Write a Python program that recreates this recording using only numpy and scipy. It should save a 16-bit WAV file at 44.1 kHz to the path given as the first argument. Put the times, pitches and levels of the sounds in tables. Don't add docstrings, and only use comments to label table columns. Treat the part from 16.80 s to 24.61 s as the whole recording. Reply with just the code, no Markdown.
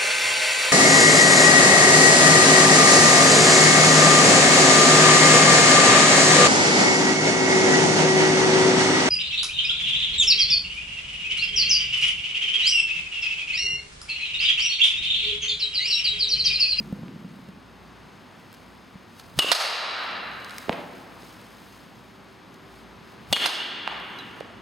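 import sys
import numpy as np
from scipy import signal
from scipy.fft import rfft, irfft, next_fast_len
from scipy.io import wavfile
from scipy.ndimage import uniform_filter1d, map_coordinates

SR = 44100
rng = np.random.default_rng(int(sys.argv[2]) if len(sys.argv) > 2 else 0)


def gain_from_db(level_db):
    decades = np.asarray(level_db, float) / 20
    return 10 ** decades


def materialize(psi):
    bounded = np.clip(np.atleast_2d(psi).T, -1, 1)
    quanta = np.round(bounded * 32767).astype(np.int16)
    wavfile.write(sys.argv[1], SR, quanta)


N = 344421
TIME = np.arange(N) / SR
T = np.arange(SR // 4) / SR

# (frequency [Hz], density [dB per Hz])
AIR = [(15, -56.5), (25, -33.5), (48, -17), (108, 1), (141, -4), (212, 0.5), (317, -3), (394, -4.5),
       (439, -8), (476, -5), (545, -8), (1020, -6.5), (3720, -19), (5880, -24.5), (16000, -52)]
# (time [s], level [dB])
AIR_LEVEL = [
    [(0.0, -49.5), (7.81, -48)],
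]
# (frequency [Hz], left over right [dB])
AIR_PAN = [(60, -0.5), (180, -1.0), (550, 0.0), (1650, 2.5), (4970, 0.5), (15000, 6)]
# (frequency [Hz], width [Hz], level [dB])
FAN_ORDERS = [(58.9, 2.5, -61), (201.2, 48, -60), (260, 18, -66)]
# (on [s], off [s], level [dB])
MOTOR_ON = [
    (0, .97, -69),
    (5.2, 8, -56.5),
]
# (on [s], off [s], level [dB])
WHINE_ON = [
    (0, .97, -90.5),
    (3.3, 7.35, -86),
]
MOTOR_IDLE_DB, WHINE_IDLE_DB, SWITCH_S = -84.5, -92.5, 0.11
FAN_LEAD_RAD, MAT_LEAD_RAD = 0.81, 0.15

# (time [s], peak [dB], pitch [Hz], tick [dB])
BOUNCES = [
    (0.0, -27, 209, -5),
    (0.124, -21.5, 198.5, -16),
    (0.185, -33, 192, -29),
    (0.23, -27, 190, -32),
    (0.358, -36, 184, -27.5),
    (0.445, -33, 185, -31),
    (0.588, -38.5, 260, -20),
    (0.686, -34, 191.3, -20),
    (0.743, -52, 221, -7.5),
    (2.153, -36, 182, -27),
]
DRUM_DB, DRUM_FADE_DB = -40, 19

# (time [s], level [dB], time to gain 10 dB, or if negative to lose 10 dB [s])
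RUSTLES = [(0.0, -66, 0.4), (0.127, -69, 0.28), (0.24, -80, -15), (0.62, -69, .2), (1.64, -69.5, 1.6),
           (1.745, -72.5, 0.06), (1.839, -80, -0.45), (2.1, -78, 0.8), (2.4, -52.5, 0.04),
           (2.455, -58, -0.13), (2.582, -43, -0.03), (3.24, -55, .12), (3.65, -64, 0.97),
           (3.76, -57, -0.36), (3.78, -55.5, -0.12), (4.21, -61, 0.06), (4.442, -56.5, -0.15),
           (4.78, -64, 0.6), (4.968, -61, 0.24), (5.25, -67, 0.5), (5.53, -71, .1), (5.75, -66, .02),
           (5.99, -60, .15), (6.33, -60.5, 0.06), (6.52, -52, 0.04), (7.076, -63, -0.24),
           (7.387, -67.5, 1.1), (7.604, -70.5, .1)]
RUSTLE_FALL, STILL_DB = 0.37, -80.5
# (frequency [Hz], density [dB per Hz])
CLOTH = [(600, -28), (1300, 1), (3000, 2), (5000, 3.5), (9000, -5), (13000, -6), (15500, -7.5)]
# (time [s], peak [dB], left over right [dB])
SNAPS = [(0.1241, -54, -2), (0.6875, -56, -4), (1.7174, -48.5, -11), (1.728, -34.5, 2), (1.74, -38, 2),
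         (1.7464, -35, 11), (1.8133, -46, 0.5), (3.6925, -70, 4), (3.782, -19, 19), (5.2094, -56, -4),
         (5.742, -38.5, 3)]

# (time [s], peak [dB], body [Hz], tick [dB], hall [dB])
KNOCKS_AHEAD = [
    (0.2822, -33, 444, 8, -13),
    (2.645, -20, 469, -7, -14),
    (3.8943, -7, 679, -6, -5.5),
    (3.8956, -19, 213, -38, -3),
    (3.923, -22.5, 846, 11, -16),
    (3.928, -17, 1190, 11, -13),
    (4.432, -34, 376, -9, -18),
    (6.565, -13, 968, 1.5, -7),
    (6.57, -12.5, 1300, 11, 0.5),
]
# (time [s], peak [dB], body [Hz], tick [dB], hall [dB])
KNOCKS_RIGHT = [
    (3.884, -24, 422, -51, 6),
    (7.0763, -10.5, 870, -2.5, -2),
    (7.608, -23.5, 526, -12, -7.5),
]
AHEAD_PAN_DB, RIGHT_PAN_DB = -3, -12

# (time [s], peak [dB], left over right [dB])
TINKS = [
    (0.687, -43, 2),
    (2.397, -30.5, 5),
    (3.6453, -29, 18),
    (3.695, -31, 8),
    (3.707, -30.5, -11),
    (7.2, -39, 20),
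    (7.6037, -35, 0),
]
# (time [s], peak [dB], left over right [dB])
PING = [
    (7.3867, -35, -22.5),
]
# (panel [dB], tube [dB], hall [dB])
TINK_DB = (-22, -35, -20)
# (panel [dB], tube [dB], hall [dB])
PING_DB = (-24, 0, -16.5)
# (time [s], peak [dB], panel [dB], tube [dB], hall [dB])
CLANGS = [
    (2.716, -7, 1, -22, 1.5),
    (6.657, -13.5, 3.5, -15, -2),
]
SCREEN_PAN_DB = -19
# (frequency [Hz], density [dB per Hz])
MESH = [(300, -69), (1200, -0.5), (2200, -3.5), (3400, -3.5), (4000, 3), (4500, 0), (5400, -1), (7000, -10),
        (11000, -14), (16000, -29.5)]
# (frequency [Hz], level [dB], t60 [s])
PANEL = [(544, -3, 0.024), (697, -3, 0.05), (947, 2.5, 0.02), (1300, 3, 0.011)]
# (frequency [Hz], level [dB], t60 [s])
TUBES = [(3900, 0, .07), (4030, -4, .06), (4950, -8, .04), (6150, -8, .03)]

# (time [s], level [dB], lead of a first puff [s])
SWINGS = [
    (2.593, -27.5, 0.1146),
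    (6.523, -29.5, 0.11),
]
SWING_RISE_S, SWING_FALL, PUFF_DB = 0.017, 0.58, -20.5
# (time [s], peak [dB], left over right [dB], hall [dB])
CRACKS = [
    (2.589, -6, 3, -1.5),
    (6.527, -8.5, 4, -1.5),
]
# (frequency [Hz], level [dB], t60 [s])
BARRELS = [
    [(1233, 1, 0.022), (2932, -2.5, 0.1), (3660, -34, 0.0134), (5160, -12, 0.033), (8150, -21, 0.057)],
    [(2874, -3.5, 0.098), (3246, -1.5, 0.055), (3460, 3.5, 0.035), (3340, -15, 0.016), (4360, 1, 0.0294),
     (4930, -20, 0.0189)],
]
# (frequency [Hz], density [dB per Hz])
CRACK = [(150, -5), (500, 1), (1300, -4.5), (2400, -2.5), (3490, 3.5), (4600, -3.5), (7320, -8),
         (11300, -12.5), (16000, -22)]
DOPPLER = [.955, 1]
# (time [s], level [dB], t60 [s])
AFTERRING = [
    (2.72, -26, 1.8),
    (7.387, -53, 0.47),
]
SING_S = 0.11

# (frequency [Hz], t60 [s])
HALL = [(150, 5.45), (500, 1.45), (1500, 2.51), (3500, 1.534), (6000, 0.95), (10000, 0.63), (16000, 0.66)]
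# (frequency [Hz], left-right likeness [-1 to 1])
HALL_ALIKE = [(200, 0.918), (550, 0.78), (1300, 0.61), (3500, 0.877), (7000, 1), (9500, 0.97),
              (12000, 0.74), (15500, 0.186)]
# (frequency [Hz], left-right likeness [-1 to 1])
ALIKE = [(60, 0.82), (200, 0.833), (500, 0.563), (1300, 0.75), (3500, 0.933), (7000, 1), (9500, 0.92),
         (12000, 0.6882), (15500, 0.3)]
FLOOR_S, FLOOR_DB = 0.0042, -4
WALL_S, WALL_DB, SETTLE_S, LATE_DB = .032, 3, 0.076, -5
FAR_S, FAR_WIDE_S, FAR_DB = 0.098, 0.02, 2.5

# (frequency [Hz], width [Hz], depth [0 to 1])
NOTCHES = [(5740, 420, 1), (7253, 570, 0.64)]
# (frequency [Hz], left ahead of right [rad])
PORTS = [(0, 0), (16200, 0.068)]
# (frequency [Hz], share [0 to 1])
SIDEWAYS = [(60, 1), (200, 1), (550, 0.9), (1300, 1), (3500, 0.44), (7000, 0.17), (13000, 0.68)]
TOP_HZ = 15900
# (time [s], sudden drop [dB], further sag [dB], release [s], overshoot [dB])
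DUCKS = [
    (2.584, 9, 5, 0.23, -1),
    (2.717, 11.5, 7.5, 0.59, 0.6),
    (3.895, -0.2, -0.3, 0.068, 0.5),
    (6.525, 12.5, 5.5, 0.18, 1),
    (6.66, 7.5, 3.5, 0.67, 1.5),
]
GRAB_S, SAG_S, SAG_BACK_S = .004, 0.059, 0.083
HOLD, OVER_S, EASE_S = 0.27, 0.613, 0.065


def along(points, hz):
    f, v = np.transpose(points)
    return np.interp(np.log(hz + 1), np.log(f + 1), v)


def unit(x):
    return x / np.sqrt(np.mean(x ** 2) + 1e-20)


def wobble(rate):
    knots = rng.standard_normal(int(N * rate / SR) + 4)
    return map_coordinates(knots, [np.arange(N) * rate / SR])


def filtered(x, response):
    m = next_fast_len(x.shape[-1] + 4096)
    return irfft(rfft(x, m) * response(np.fft.rfftfreq(m, 1 / SR)), m)[..., :x.shape[-1]]


def spread(pair, alike):
    turn = lambda hz: np.arccos(np.clip(along(alike, hz), -1, 1)) / 2
    mid, side = filtered(pair, lambda hz: np.array([np.cos(turn(hz)), np.sin(turn(hz))]))
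    return np.array([mid + side, mid - side])


def leading(x, rad):
    return filtered(x * np.ones((2, 1)), lambda hz: np.exp(.5j * rad * np.array([[1], [-1]])) + 0 * hz)


def noise(spectrum, size=N, count=2):
    return unit(filtered(rng.standard_normal((count, size)), lambda hz: gain_from_db(along(spectrum, hz))))


def ring(modes, attack):
    out = 0
    for hz, db, t60 in modes:
        out = out + gain_from_db(db - 60 * T / t60) * np.sin(2 * np.pi * (hz * T + rng.random()))
    return (1 - np.exp(-T / attack)) * out


def swell(s, db, rise, fall):
    u = TIME - s
    return gain_from_db(db + 10 * np.minimum(u / rise, -u / (rise * fall)))


def switched(spans, idle_db):
    level = gain_from_db(idle_db)
    for on, off, db in spans:
        fade = np.minimum(TIME - on, off - TIME) / SWITCH_S + .5 + (on == 0)
        level = level + gain_from_db(db) * np.clip(fade, 0, 1)
    return level


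def walls_db(t):
    near = LATE_DB + (WALL_DB - LATE_DB) * np.exp(-(t - WALL_S) / SETTLE_S)
    near = near + FAR_DB * np.exp(-((t - FAR_S) / FAR_WIDE_S) ** 2)
    return np.where(t < WALL_S, FLOOR_DB - 24 * np.clip(1 - t / FLOOR_S, 0, 1), near)


def hall():
    hz, t, z = signal.stft(rng.standard_normal((2, 2 * SR)), SR, nperseg=256)
    tail = signal.istft(z * gain_from_db(-60 * t / along(HALL, hz)[:, None]), SR, nperseg=256)[1]
    tail = spread(tail * gain_from_db(walls_db(np.arange(tail.shape[1]) / SR)), HALL_ALIKE)
    return tail / np.linalg.norm(tail[0])


def duck_db(t):
    gain = 0
    for s, drop_db, sag_db, release, over_db in DUCKS:
        u = t - s
        drop = np.interp(u, [0, GRAB_S, GRAB_S + HOLD * release, release], [0, 1, 1, 0])
        sag = np.interp(u, [0, SAG_S, SAG_S + SAG_BACK_S], [0, 1, 0])
        over = np.interp(u - release, [0, EASE_S, OVER_S, OVER_S + EASE_S], [0, 1, 1, 0])
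        gain = gain + over_db * over - drop_db * drop - sag_db * sag
    return gain


def place(out, s, views, db, pan_db, hall_db, room, ratio=1):
    views = np.atleast_2d(views) / np.max(np.abs(views)) * gain_from_db(db - duck_db(s + GRAB_S))
    power = uniform_filter1d(np.mean(np.abs(rfft(views)) ** 2, axis=0), size=64)
    bins = np.fft.rfftfreq(len(T), 1 / SR)
    low_cut = lambda hz: hz ** 2 / (hz ** 2 + 220 ** 2)
    colour = lambda hz: np.sqrt(np.abs(np.interp(hz / ratio, bins, power))) * low_cut(hz)
    wet = gain_from_db(hall_db) * filtered(room[:, :None if db > -24 else SR // 2], colour)
    lean = np.tanh(pan_db * np.log(10) / 40) * views[0] + 0.446 * (views[-1] - views[0])
    side = filtered(lean, lambda hz: along(SIDEWAYS, hz) * np.exp(.5j))
    wet[:, :len(T)] += [views[0] + side, views[0] - side]
    part = out[:, round(s * SR):][:, :wet.shape[1]]
    part += wet[:, :part.shape[1]]


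def fans():
    level_db = np.interp(TIME, *np.transpose(AIR_LEVEL[0]))
    air = spread(noise(AIR), ALIKE) * gain_from_db(level_db + 0.76 * wobble(2.6356))
    air = filtered(air, lambda hz: gain_from_db(along(AIR_PAN, hz) * [[.5], [-.5]]))
    for hz, width, db in FAN_ORDERS:
        band = filtered(rng.standard_normal(N), lambda f: 1 / (1 + ((f - hz) / width) ** 4))
        air = air + gain_from_db(db) * leading(unit(band), FAN_LEAD_RAD)
    motor = np.sin(2 * np.pi * 388 * TIME + 1.3 * wobble(12))
    motor = switched(MOTOR_ON, MOTOR_IDLE_DB) * gain_from_db(-1 + 3 * wobble(12)) * motor
    whine = np.sin(2 * np.pi * 12586 * TIME + .8 * wobble(20))
    whine = switched(WHINE_ON, WHINE_IDLE_DB) * gain_from_db(6.5 + 2.9 * wobble(10)) * whine
    return air + motor + whine


def mat_bounces():
    mat, room = np.zeros((2, N)), hall()
    for s, db, hz, tick_db in BOUNCES:
        thump = np.sin(2 * np.pi * hz * T) * np.exp(-T / 0.0096) * (1 - np.exp(-T / 0.00109))
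        slap = np.sin(2 * np.pi * 450 * T) * np.exp(-T / 0.00157)
        tick = gain_from_db(tick_db - 11.5) * rng.standard_normal(len(T)) * np.exp(-T / 0.00092)
        place(mat, s + .002, thump + 0.5 * slap + tick, db + 1.5, -1, -12, room)
    drum = noise([(60, -34), (165, -3), (200, -2.5), (240, -8.5), (500, -28.5), (900, -92)], count=1)
    drum = gain_from_db(DRUM_DB - DRUM_FADE_DB * TIME ** 2 + 1.2 * wobble(25)) * drum
    return leading(mat + drum, MAT_LEAD_RAD)


def rustles():
    grains = unit(gain_from_db(1.8 * wobble(250)) * spread(noise(CLOTH), ALIKE))
    return (gain_from_db(STILL_DB) + sum(swell(*row, RUSTLE_FALL) for row in RUSTLES)) * grains


def snaps():
    out, room = np.zeros((2, N)), hall()
    for s, db, pan_db in SNAPS:
        snap = noise(CLOTH, size=len(T), count=4) * (1 - np.exp(-T / 0.00053)) * np.exp(-T / 0.00134)
        place(out, s, snap, db, pan_db, -10, room)
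    return out


def ground_knocks():
    out, room = np.zeros((2, N)), hall()
    knocks = [(*k, AHEAD_PAN_DB) for k in KNOCKS_AHEAD] + [(*k, RIGHT_PAN_DB) for k in KNOCKS_RIGHT]
    for s, db, hz, tick_db, hall_db, pan_db in knocks:
        room = hall() if db > -12 else room
        tick = np.sin(2 * np.pi * 2400 * T) * (T / 0.00013) * np.exp(1 - T / 0.00011)
        body = -np.sin(2 * np.pi * hz * T) * np.exp(-T * hz / 0.67) * (1 - np.exp(-T * hz / 0.41))
        place(out, s, 2.0 * body + 1.66 * gain_from_db(tick_db) * tick, db, pan_db, hall_db, room)
    return out


def frame():
    out, room = np.zeros((2, N)), hall()
    hits = [(s, db, SCREEN_PAN_DB, *rest) for s, db, *rest in CLANGS]
    hits += [(*touch, *TINK_DB) for touch in TINKS]
    hits += [(*touch, *PING_DB) for touch in PING]
    for s, db, pan_db, panel_db, tube_db, hall_db in hits:
        room = hall() if db > -20 else room
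        shake = T / (0.00065 + 0.0038 * gain_from_db(panel_db))
        rattle = noise(MESH, size=len(T), count=12) * shake * np.exp(1 - shake)
        steel = gain_from_db(tube_db + 10) * ring(TUBES, 0.0042) + gain_from_db(panel_db) * ring(PANEL, 0.0016)
        place(out, s, np.tanh(.5 * (rattle + steel)), db, pan_db, hall_db, room)
    return out


def swings():
    push = noise([(25, -10), (60, 2), (160, 3), (350, -23), (1000, -15.5), (3000, -35.5)])
    push = spread(push, [(50, 0.225), (200, 0.89)])
    level = 0
    for s, db, lead in SWINGS:
        level = level + swell(s, db, SWING_RISE_S, SWING_FALL)
        level = level + swell(s - lead, db + PUFF_DB, SWING_RISE_S, fall=1.84)
    return level * push


def bat():
    out = np.zeros((2, N))
    for (s, db, pan_db, hall_db), modes, ratio in zip(CRACKS, BARRELS, DOPPLER):
        crack = noise(CRACK, size=len(T), count=12) * gain_from_db(-60 * np.maximum(T - .006, 0) / 0.0047)
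        blow = 0.37 * crack + ring(modes, 0.0058)
        place(out, s, np.tanh(1.1 * blow), db, pan_db, hall_db, hall(), ratio)
    return out


def singing_tube():
    out = 0
    for s, db, t60 in AFTERRING:
        pair = np.sin(2 * np.pi * 3885 * TIME + 1.1 * wobble(30))
        pair = pair + 1.1 * np.sin(2 * np.pi * 4010 * TIME + 1.1 * wobble(30))
        rise = np.clip((TIME - s) / (SING_S * t60), 0, 1)
        out = out + rise * gain_from_db(db - 60 * np.abs(TIME - s) / t60) * pair
    return out


def scene():
    steady = fans() + rustles()
    ball_and_steel = mat_bounces() + ground_knocks() + frame() + singing_tube()
    return steady + ball_and_steel + snaps() + swings() + bat()


def top_cut(x):
    return signal.sosfilt(signal.butter(12, 16660, fs=SR, output="sos"), x)


def record(dry):
    housing = lambda f: np.prod([1 - min(d, .99) / (1 + 2j * (f - hz) / w) for hz, w, d in NOTCHES], axis=0)
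    band = lambda f: (f < TOP_HZ) * (1j * f / (30 + 1j * f)) ** 2
    ports = lambda f: np.exp(.5j * along(PORTS, f) * [[1], [-1]])
    mix = filtered(dry, lambda f: housing(f) * band(f) * ports(f)) * gain_from_db(duck_db(TIME))
    mix = mix / (1 + np.abs(mix / 0.65) ** 4) ** 0.22
    return top_cut(mix)


dry = scene()
out = record(dry)
materialize(out)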